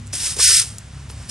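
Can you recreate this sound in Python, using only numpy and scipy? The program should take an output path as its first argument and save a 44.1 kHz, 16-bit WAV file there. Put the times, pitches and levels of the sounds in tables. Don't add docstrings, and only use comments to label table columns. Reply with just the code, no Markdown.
import sys
import numpy as np
from scipy import signal
from scipy.fft import rfft, irfft
from scipy.io import wavfile
from scipy.ndimage import uniform_filter1d

SR = 44100
rng = np.random.default_rng(int(sys.argv[2]) if len(sys.argv) > 2 else 0)


def natural_amplitude(level_db):
    exponent = np.asarray(level_db, float) / 20
    return 10 ** exponent


def master(y):
    cut = np.clip(np.atleast_2d(y).T, -1, 1)
    pcm = np.round(cut * 32767)
    wavfile.write(sys.argv[1], SR, pcm.astype(np.int16))


N = 57330

# time_s, level_db, straw_bend_db
STROKES = [
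    [(.118, -80, -7.5), (.129, -33.5, 11), (.136, -23, 2.5), (.18, -28, -6), (.206, -25, 3),
     (.27, -21, -2.5), (.32, -25.5, 2.5), (.345, -31.5, -5), (.362, -37, -13)],
    [(.367, -26, 0), (.379, -32.5, 2), (.394, -15.5, 2), (.436, -10.5, 3.5), (.53, -11, 3),
     (.602, -13.5, -3.5), (.65, -34.5, -2.5), (.72, -43, -2), (.8, -57.5, 0)],
    [(1.085, -60.5, -6), (1.1, -39.5, 0), (1.125, -56, 1.5), (1.2, -51, 5), (1.235, -47.5, 5),
     (1.282, -50, -2), (1.3, -23.5, 9)],
]
# freq_hz, level_db
SLIP_COLOUR = [(200, -21), (1000, -18), (2000, -11.5), (4200, -9), (6900, -6), (9000, -6), (10800, -10),
               (12400, -21.5)]
# freq_hz, width_hz, level_db
STRAW_MODES = [(5320, 800, -8), (8880, 1900, -5.5)]
# start_s, peak_db, ring_hz
GRIT_TICKS = [(.0635, -36, 8600), (.0702, -26, 8200), (.0762, -30, 8000), (.1578, -16, 8700),
              (.7830, -25, 5600), (.7832, -23, 8500), (.7845, -19, 8000), (.7880, -31, 7700),
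              (.7914, -37, 7200), (1.1021, -30, 5000), (1.1075, -28, 9600), (1.1145, -32, 10000),
              (1.1335, -38, 4500), (1.163, -38, 8400), (1.226, -37, 7500)]
# start_s, peak_db, ring_hz
HEAD_THUDS = [
    (.133, -33.5, 805),
    (.135, -32, 299),
    (.367, -29.5, 415),
    (.392, -24, 497),
    (.396, -17.5, 1593),
    (.975, -40, 1200),
    (1.097, -39.5, 423),
    (1.099, -36.5, 1100),
    (1.1, -37.5, 2580),
]
# firing_rate_multiple, level_db
IDLE_HARMONICS = [(1, -58), (2, -41.5), (3, -41.5), (4, -49), (5, -52.5), (6, -59), (7, -60), (8, -64),
                  (9, -62)]
# time_s, level_db
IDLE_SWELL_DB = [(0, -2), (0.599, -5.5), (0.719, 0), (1.3, 0)]
# freq_hz, level_db
AIR_COLOUR = [(30, -12.5), (55, 1.5), (130, 2.5), (300, -17.5), (2000, -20), (4000, -24), (8500, -24.5),
              (11800, -36)]
# freq_hz, level_db
PORT_DIFFERENCE = [(60, -28), (300, -12), (700, -8), (2500, -9), (5000, -14), (10000, -12)]
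# freq_hz, step_db
ROUNDING_STEP = [(110, -34), (180, -11), (800, -9), (1400, -17), (1900, -27), (3000, -30), (11900, -28),
                 (12600, -12)]

SLIPS_PER_S, SLIP_SPREAD_DB, SLIP_CAP_DB, RUB_DB = 11000, 2.7, 10, -3
PATCHY_DB, GRAINY_DB = .6, 1.0
GRIT_T60_S, GRIT_DB = .005, 0
THUD_T60_S, THUD_DB = .04, 0.5
PORCH_T60_S, PORCH_DB = 0.26, -12.5
IDLE_HZ, IDLE_WANDER_RATIO, IDLE_FLUTTER_DB, IDLE_SLIP_RAD = 34.1, 0.0071, 4, 0.81
AIR_DB, AIR_FLICKER_DB = -40.5, -1
PORT_LAG_S = 2.1e-5
KNEE_AMP, TOP_HZ = 1.5, 12500
BLOCK, BLOCK_START = 1024, 911
STEP_SCATTER_DB, STEP_LEAST_DB, ROUND_UP = 3.5, -55, .35
HUNGER_DB_PER_DB, HUNGRY_FROM_DB, HUNGRY_UNDER_HZ, SIDE_STEP_DB = .8, -22, 2500, -9
DEAF_OVER_HZ, DEAF_STEP_DB = 11300, -45


def colour(x, points):
    points_hz, points_db = np.array(points, float).T
    freq_hz = np.maximum(np.arange(1025) * SR / 2048, 1)
    response_db = np.interp(np.log(freq_hz), np.log(points_hz), points_db)
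    cepstrum = irfft(response_db * np.log(10) / 20)
    cepstrum[1:1024] *= 2
    cepstrum[1025:] = 0
    impulse = irfft(np.exp(rfft(cepstrum)))
    return signal.fftconvolve(x, impulse)[:N]


def level(x, db):
    return x * natural_amplitude(db) / np.sqrt(np.mean(x ** 2))


def walk(rate_hz):
    hold = int(SR / rate_hz)
    steps = np.repeat(rng.standard_normal(N // hold + 1), hold)[:N]
    return 1.3 * uniform_filter1d(uniform_filter1d(steps, hold), hold)


def resonate(x, freq_hz, q):
    b, a = signal.iirpeak(freq_hz, q, SR)
    return signal.lfilter(b, a, x)


def rings(events, t60_s, relative_width):
    t_s = np.arange(4096) / SR
    out = np.zeros(N + len(t_s))
    decay = 1000. ** (-t_s / t60_s)
    for start_s, peak_db, ring_hz in events:
        burst = (rng.standard_normal(len(t_s)) + 1.3 * (t_s == 0)) * decay
        ring = resonate(resonate(burst, ring_hz, 1 / relative_width), ring_hz, 1 / relative_width)
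        i = int(start_s * SR)
        out[i:i + len(t_s)] += natural_amplitude(peak_db) * ring / np.abs(ring).max()
    return out[:N]


def broom():
    t_s = np.arange(N) / SR
    time_s, pressure_db, straw_bend_db = np.concatenate(STROKES).T
    gain_db = np.interp(t_s, time_s, pressure_db) + PATCHY_DB * walk(30) + GRAINY_DB * walk(300)
    bend_db = np.interp(t_s, time_s, straw_bend_db)
    gain = natural_amplitude(gain_db)
    return gain * straw(bend_db), gain * straw(bend_db)


def straw(bend_db):
    direct = colour(slips(), SLIP_COLOUR)
    low, high = [level(resonate(direct, freq_hz, freq_hz / width_hz), db)
                 for freq_hz, width_hz, db in STRAW_MODES]
    return level(level(direct, 0) + natural_amplitude(bend_db) * low + high, 0)


def slips():
    released = rng.random(N) < SLIPS_PER_S / SR
    size_db = np.minimum(rng.exponential(size=N) * SLIP_SPREAD_DB, SLIP_CAP_DB)
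    clicks = released * natural_amplitude(size_db) * rng.choice([-1, 1], N)
    rub = natural_amplitude(RUB_DB) * rng.standard_normal(N)
    return level(clicks, 0) + rub


def thuds():
    return natural_amplitude(THUD_DB) * rings(HEAD_THUDS, THUD_T60_S, .7)


def grit():
    return natural_amplitude(GRIT_DB) * rings(GRIT_TICKS, GRIT_T60_S, 0.31)


def porch(x):
    t_s = np.arange(SR // 2) / SR
    tail = rng.standard_normal(len(t_s)) * 1000. ** (-t_s / PORCH_T60_S) * (t_s > .004)
    tail = level(tail, 0) / np.sqrt(len(t_s))
    return signal.fftconvolve(x, tail)[:N] * natural_amplitude(PORCH_DB)


def engine():
    firing_hz = IDLE_HZ * (1 + IDLE_WANDER_RATIO * walk(5.9))
    phase_rad = 2 * np.pi * np.cumsum(firing_hz) / SR
    swell_db = np.interp(np.arange(N) / SR, *np.array(IDLE_SWELL_DB).T)
    out = np.zeros(N)
    for multiple, db in IDLE_HARMONICS:
        gain = np.sqrt(2) * natural_amplitude(db + swell_db + IDLE_FLUTTER_DB * walk(12))
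        out += gain * np.sin(multiple * phase_rad + IDLE_SLIP_RAD * walk(10))
    return out


def air():
    wash = level(colour(rng.standard_normal(N), AIR_COLOUR), AIR_DB)
    return natural_amplitude(AIR_FLICKER_DB * walk(10.84)) * wash


def scene():
    sweep, sweep_apart = broom()
    near = sweep + grit() + thuds()
    mid = near + porch(near) + engine() + air()
    side = colour(sweep_apart + air() + porch(near), PORT_DIFFERENCE)
    freq_hz = np.arange(N // 2 + 1) * SR / N
    late = irfft(rfft(mid) * np.exp(-2j * np.pi * freq_hz * PORT_LAG_S), N)
    return np.array([late + side, mid - side])


def starve(mid_side):
    j, k = np.arange(2 * BLOCK), np.arange(BLOCK)
    window = np.sin(np.pi * (j + .5) / 2 / BLOCK)
    cosines = np.cos(np.pi / BLOCK * np.outer(k + .5, j + .5 + BLOCK / 2))
    basis = np.sqrt(2 / BLOCK) * window * cosines
    lead = 2 * BLOCK - BLOCK_START
    padded = np.pad(mid_side, ((0, 0), (lead, 2 * BLOCK)))
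    starts = np.arange(0, padded.shape[1] - 2 * BLOCK, BLOCK)
    bins = padded[:, starts[:, None] + j] @ basis.T

    bin_hz = k * SR / 2 / BLOCK
    centre_hz = (k + .5) * SR / 2 / BLOCK
    points_hz, points_db = np.array(ROUNDING_STEP, float).T
    shape_db = np.interp(np.log(centre_hz), np.log(points_hz), points_db)
    scatter = rng.standard_normal((len(starts), BLOCK // 8))
    scatter_db = np.repeat(scatter, 8, axis=1) * STEP_SCATTER_DB
    loud = np.sqrt(np.mean(bins[0, :, 150:500] ** 2, axis=1, keepdims=True)) + natural_amplitude(STEP_LEAST_DB)
    excess_db = np.maximum(20 * np.log10(loud) - HUNGRY_FROM_DB, 0)
    hunger_db = HUNGER_DB_PER_DB * excess_db * (bin_hz < HUNGRY_UNDER_HZ)
    side_gain = np.array([1, natural_amplitude(SIDE_STEP_DB)])[:, None, None]
    step = loud * natural_amplitude(shape_db + scatter_db + hunger_db) * side_gain
    step = step + natural_amplitude(DEAF_STEP_DB + scatter_db) * (bin_hz > DEAF_OVER_HZ)

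    rounded = np.sign(bins) * np.floor(np.abs(bins) / step + ROUND_UP) * step
    frames = rounded @ basis
    out = np.zeros_like(padded)
    for i, start in enumerate(starts):
        out[:, start:start + 2 * BLOCK] += frames[:, i]
    return out[:, lead:][:, :N]


def low_pass(x):
    return signal.sosfilt(signal.butter(12, 12170, fs=SR, output="sos"), x)


def record(dry):
    soft = KNEE_AMP * np.tanh(dry / KNEE_AMP)
    lowpass = signal.ellip(8, .3, 60, TOP_HZ, fs=SR, output="sos")
    left, right = signal.sosfilt(lowpass, soft)
    mid, side = starve(np.array([left + right, left - right]) / 2)
    mix = np.clip([mid + side, mid - side], -1, 1)
    return low_pass(mix)


dry = scene()
out = record(dry)
master(out)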